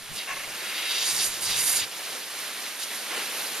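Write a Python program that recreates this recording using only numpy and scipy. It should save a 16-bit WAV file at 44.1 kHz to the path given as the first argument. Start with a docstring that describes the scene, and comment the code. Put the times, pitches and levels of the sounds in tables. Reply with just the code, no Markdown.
"""Sliding down spring snow

A person slides towards a camera: coarse snow grains hiss, thrown crystals patter, a heel crunches in.
Close to the microphone cloth, most likely nylon, swishes: the faster it rubs, the brighter it sounds.
Slow rubbing sticks and slips in short rasps. Light air rumbles on the two microphone ports."""
import sys
import numpy as np
from scipy import signal
from scipy.fft import rfft, irfft, next_fast_len
from scipy.io import wavfile
from scipy.ndimage import uniform_filter1d, map_coordinates

SR = 44100
rng = np.random.default_rng(int(sys.argv[2]) if len(sys.argv) > 2 else 0)


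def generate_wav(sig):
    """Save sig (samples, or channels by samples) to the path in sys.argv[1] as 16-bit PCM at SR."""
    pcm = np.round(np.clip(np.atleast_2d(sig).T, -1, 1) * 32767).astype(np.int16)
    wavfile.write(sys.argv[1], SR, pcm)


N = 158760  # 3.6 s


def amp(db):
    """Decibels to gain."""
    return 10 ** (np.asarray(db) / 20)


def unit(x):
    """Scale to rms 1."""
    return x / np.sqrt(np.mean(x ** 2) + 1e-20)


def along(points, hz):
    """Interpolate (frequency [Hz], value) rows on a log axis."""
    knots_hz, values = np.transpose(points)
    return np.interp(np.log(hz + 1), np.log(knots_hz + 1), values)


def lift_db(resonances, hz):
    """Summed bell curves of (centre [Hz], width [Hz], lift [dB]) rows."""
    return sum(db * 0.5 ** ((2 * (hz - centre) / width) ** 2) for centre, width, db in resonances)


def curve(rows):
    """One value per sample from (time [s], value) rows."""
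    return np.interp(np.arange(N) / SR, *np.transpose(rows))


def bursts(rows):
    """A rounded swell per (start [s], length [s], level [dB]) row."""
    t = np.arange(N) / SR
    envelope = np.zeros(N)
    for start_s, length_s, db in rows:
        progress = np.clip((t - start_s) / length_s, 0, 1)
        envelope += amp(db) * np.abs(np.sin(np.pi * progress)) ** 0.53
    return envelope


def wobble(knots_per_s):
    """Smooth random curve."""
    return map_coordinates(rng.standard_normal(4000), [np.arange(N) * knots_per_s / SR], mode="wrap")


def filtered(x, response):
    """Apply a complex frequency response."""
    size = next_fast_len(N + 8192)
    hz = np.fft.rfftfreq(size, 1 / SR)
    return irfft(rfft(x, size) * response(hz), size)[..., :N]


def grainy(per_s, spread_db, share):
    """Two independent streams of tiny impacts on noise; share is the impacts' part of the power."""
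    hits = (rng.random((2, N)) < per_s / SR) * rng.choice([-1, 1], (2, N))
    sizes = amp(spread_db * np.minimum(rng.exponential(size=(2, N)), 4))
    bed = rng.standard_normal((2, N))
    return np.sqrt(share) * unit(hits * sizes) + np.sqrt(1 - share) * bed


def stereo(pair, spectrum):
    """Colour two streams and mix them to partly alike left and right, rms 1."""
    # left-right likeness (frequency [Hz], correlation [-])
    likeness = [(60, 1), (300, .9), (2000, 0.91), (5000, 0.71), (9000, 1), (14000, 0.54)]

    def response(hz):
        angle = np.arccos(np.clip(along(likeness, hz), -1, 1)) / 2
        return amp(along(spectrum, hz)) * [np.cos(angle), np.sin(angle)]
    mid, side = filtered(pair, response)
    return unit(np.array([mid + side, mid - side]))


def patchy(x, depth_db):
    """Short patches of random gain in time and frequency, rms 1."""
    spectra = signal.stft(x, nperseg=256)[2]
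    field = rng.standard_normal(spectra.shape[1:])
    field = uniform_filter1d(field, size=8, axis=0)
    field = uniform_filter1d(field, size=10, axis=1)
    gain = amp(depth_db * unit(field))
    return unit(signal.istft(spectra * gain, nperseg=256)[1][:, :N])


def slide():
    """Snow grains break under the body; bumps in the slope make the hiss uneven."""
    # hiss envelope (time [s], level [dB])
    levels = [(0, -41.5), (.09, -39.5), (.16, -38), (.6, -35.5), (1.2, -35.5), (1.8, -35.5), (1.9, -37),
              (1.97, -35.5), (2.12, -33.5), (2.19, -35), (2.26, -37), (2.38, -34), (2.47, -33.5),
              (2.53, -36), (2.64, -33.5), (2.77, -36.5), (2.9, -35), (2.95, -32.5), (3.06, -34),
              (3.22, -31), (3.31, -33), (3.4, -31), (3.52, -32.5), (3.6, -31.5)]
    # snow spectrum (frequency [Hz], relative density [dB])
    snow = [(40, -50), (90, -34), (150, -12), (250, -6), (450, -2), (1100, -2), (2300, 1.5), (4000, 0.5),
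            (6800, -4.5), (10500, -5), (12500, -7.5), (14000, -15), (15200, -30)]
    grains = grainy(per_s=8000, spread_db=3, share=0.35)
    hiss = patchy(stereo(grains, snow), depth_db=1.0)
    return hiss * amp(curve(levels))


def air():
    """Moving air rumbles in lumps, different on each port."""
    # air on the ports (time [s], level [dB])
    levels = [(0, -52), (.08, -57), (.13, -43), (.23, -69), (.35, -54.5), (.52, -55.5), (.65, -67),
              (1.05, -66), (1.14, -49.5), (1.38, -54), (1.51, -47), (1.7, -55.5), (1.83, -50.5),
              (1.93, -69.5), (3.6, -72)]
    # rumble spectrum (frequency [Hz], relative density [dB])
    spectrum = [(20, 10), (50, -1.5), (130, 10), (220, 4), (500, -33), (2000, -60)]
    rumble = filtered(rng.standard_normal((2, N)), lambda hz: amp(along(spectrum, hz)))
    lumps_db = 2.9 * np.tanh([wobble(30.54), wobble(29.5)])
    return unit(rumble * amp(lumps_db)) * amp(curve(levels))


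def swish():
    """Threads tick past each other at a rate set by the speed; fixed resonances colour the result."""
    # cloth strokes, one curve each (time [s], speed [m/s], level [dB])
    strokes = [
        [(.12, 2.2, -50), (.16, 1.8, -37), (.18, 1.2, -31.5), (.21, 0.68, -37.5), (.25, 0.67, -43)],
        [(.47, 0.48, -42), (.62, 0.44, -38.5), (.68, 0.58, -32.5), (.73, 0.56, -34.5), (.78, .75, -30.5),
         (.83, 0.64, -31), (.93, 0.88, -28), (1.02, 1.01, -27), (1.08, 1.48, -25), (1.16, 1.8, -28),
         (1.2, 1.33, -25), (1.265, 1.9, -25), (1.295, 1.85, -34), (1.34, 1.44, -33.5), (1.4, 1.6, -37)],
        [(1.405, 2, -40), (1.435, 1.9, -28.5), (1.48, 1.26, -26.5), (1.55, 1.17, -27), (1.59, 1.6, -23.5),
         (1.63, 2, -27), (1.68, 2.2, -23.5), (1.71, 2.3, -24), (1.775, 1.86, -23), (1.808, 1.3, -25.5),
         (1.822, 0.92, -29.5), (1.846, 0.94, -32.5), (1.858, .9, -53)],
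        [(2.785, 4.2, -48), (2.812, 1.2, -35), (2.835, 1.35, -30), (2.86, 1.5, -45)],
    ]
    # cloth colour (frequency [Hz], gain [dB])
    cloth = [(100, -25), (400, -0.5), (900, -1.5), (2000, 4), (5000, 1), (7000, -0.5), (8300, 2),
             (10500, 3), (12500, 2.5), (14000, -6.5), (15200, -50)]
    # resonances between cloth and camera body (centre [Hz], width [Hz], lift [dB])
    hollows = [(1050, 140, 3), (1390, 140, 3), (1750, 150, 3), (2140, 220, 4), (2780, 320, 5),
               (3250, 200, 3), (3790, 300, 7.5), (4740, 380, 7), (5600, 260, 4), (6030, 240, 4),
               (6980, 380, 6), (8530, 240, 3.5), (9250, 240, 4), (9630, 240, 3.5), (10480, 400, 4),
               (11620, 240, 2.5)]
    threads_per_m, width_oct = 4090, 0.48
    skirt_below_db, skirt_above_db = -8, -12.5
    ticks = grainy(per_s=8000, spread_db=2.5, share=0.44)
    rub = patchy(stereo(ticks, spectrum=[(20, 0), (20000, 0)]), depth_db=1.15)
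    hz, t, spectra = signal.stft(rub, SR, nperseg=512, noverlap=384)
    colour = amp(along(cloth, hz) + lift_db(hollows, hz))
    gain = np.zeros(spectra.shape[1:])
    for stroke in strokes:
        times_s, speed_m_s, db = np.transpose(stroke)
        tick_hz = threads_per_m * np.interp(t, times_s, speed_m_s)
        octaves = np.log2((hz[:, None] + 1) / tick_hz)
        peak_power = np.exp(-0.5 * (octaves / width_oct) ** 2)
        skirt = amp(np.interp(octaves, [-1, 1], [skirt_below_db, skirt_above_db]))
        shape = colour[:, None] * np.sqrt(peak_power + skirt ** 2)
        level = np.interp(t, times_s, amp(db), left=0, right=0)
        gain += shape / np.sqrt(np.mean(shape ** 2, axis=0)) * level
    swishes = signal.istft(spectra * gain, SR, nperseg=512, noverlap=384)[1][:, :N]
    flicker_db = 0.98 * wobble(70)
    return swishes * amp(flicker_db)


def judder():
    """Slowly rubbing cloth sticks and slips in short, hollow rasps."""
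    # cloth catches (start [s], length [s], level [dB])
    catches = [(.272, 0.075, -31.5), (.356, 0.026, -34.5), (.392, 0.031, -36.5), (.43, 0.023, -35.5)]
    # rasp spectrum (frequency [Hz], relative density [dB])
    spectrum = [(200, -23), (550, -10), (1100, -5.5), (2100, -0.5), (2900, -1.5), (3400, -22), (6000, -10),
                (12000, -45)]
    # resonances the judder rings (centre [Hz], width [Hz], lift [dB])
    rings = [(565, 65, 9), (736, 90, 10), (1092, 110, 13.5), (1730, 110, 7.5), (2140, 150, 10),
             (2700, 150, 6.5)]
    rasp = stereo(grainy(per_s=1200, spread_db=1, share=0.45), spectrum)
    hollow_rasp = filtered(rasp, lambda hz: amp(lift_db(rings, hz)))
    return unit(hollow_rasp) * bursts(catches)


def spray():
    """Thrown ice crystals, all much the same size, patter back on the crust."""
    # spray as the slider nears (time [s], level [dB])
    levels = [(0, -71), (1.9, -51), (2.86, -47), (2.96, -42), (3.07, -61), (3.2, -47), (3.42, -39.5),
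              (3.6, -46)]
    # crystal spectrum (frequency [Hz], relative density [dB])
    crystals = [(1000, -33), (4000, -18), (7000, -5), (10500, 7), (13000, 3), (15200, -16)]
    patter = grainy(per_s=9000, spread_db=1, share=0.45)
    return stereo(patter, crystals) * amp(curve(levels))


def plough():
    """A heel digs into the snow with a darker, coarser crunch."""
    # heel digs (start [s], length [s], level [dB])
    digs = [(3.095, 0.13, -32)]
    # crunch spectrum (frequency [Hz], relative density [dB])
    crunch = [(80, -39), (200, -15), (350, 1.5), (900, 0), (1900, 1), (3200, 1), (5000, -10), (12000, -25)]
    grains = grainy(per_s=2500, spread_db=4, share=0.33)
    return stereo(grains, crunch) * bursts(digs)


def scene():
    """All sources in open air, no echo."""
    return slide() + spray() + plough() + swish() + judder() + air()


def record(dry):
    """The two ports differ in colour and delay; the camera has a narrow notch and a band limit."""
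    # port balance (frequency [Hz], left minus right [dB])
    balance = [(100, 1), (1000, 1.1), (3300, 0), (5500, -1), (7500, -4.5), (9100, -7), (11000, -6),
               (13000, 0)]
    # port phase (frequency [Hz], left lead [rad])
    phase = [(100, -0.25), (1000, -0.25), (3700, -0.3), (5000, -0.82), (7400, -1.26), (9560, -1.23),
             (12000, -.2)]
    notch_hz, notch_width_hz, top_hz = 7890, 430, 15150

    def response(hz):
        sides = np.array([[0.5], [-0.5]])
        ports = amp(sides * along(balance, hz)) * np.exp(1j * sides * along(phase, hz))
        detuning = notch_hz ** 2 - hz ** 2
        notch = detuning / (detuning + 1j * hz * notch_width_hz)
        return ports * notch * (hz < top_hz)
    return filtered(dry, response)


dry = scene()
out = record(dry)
generate_wav(out)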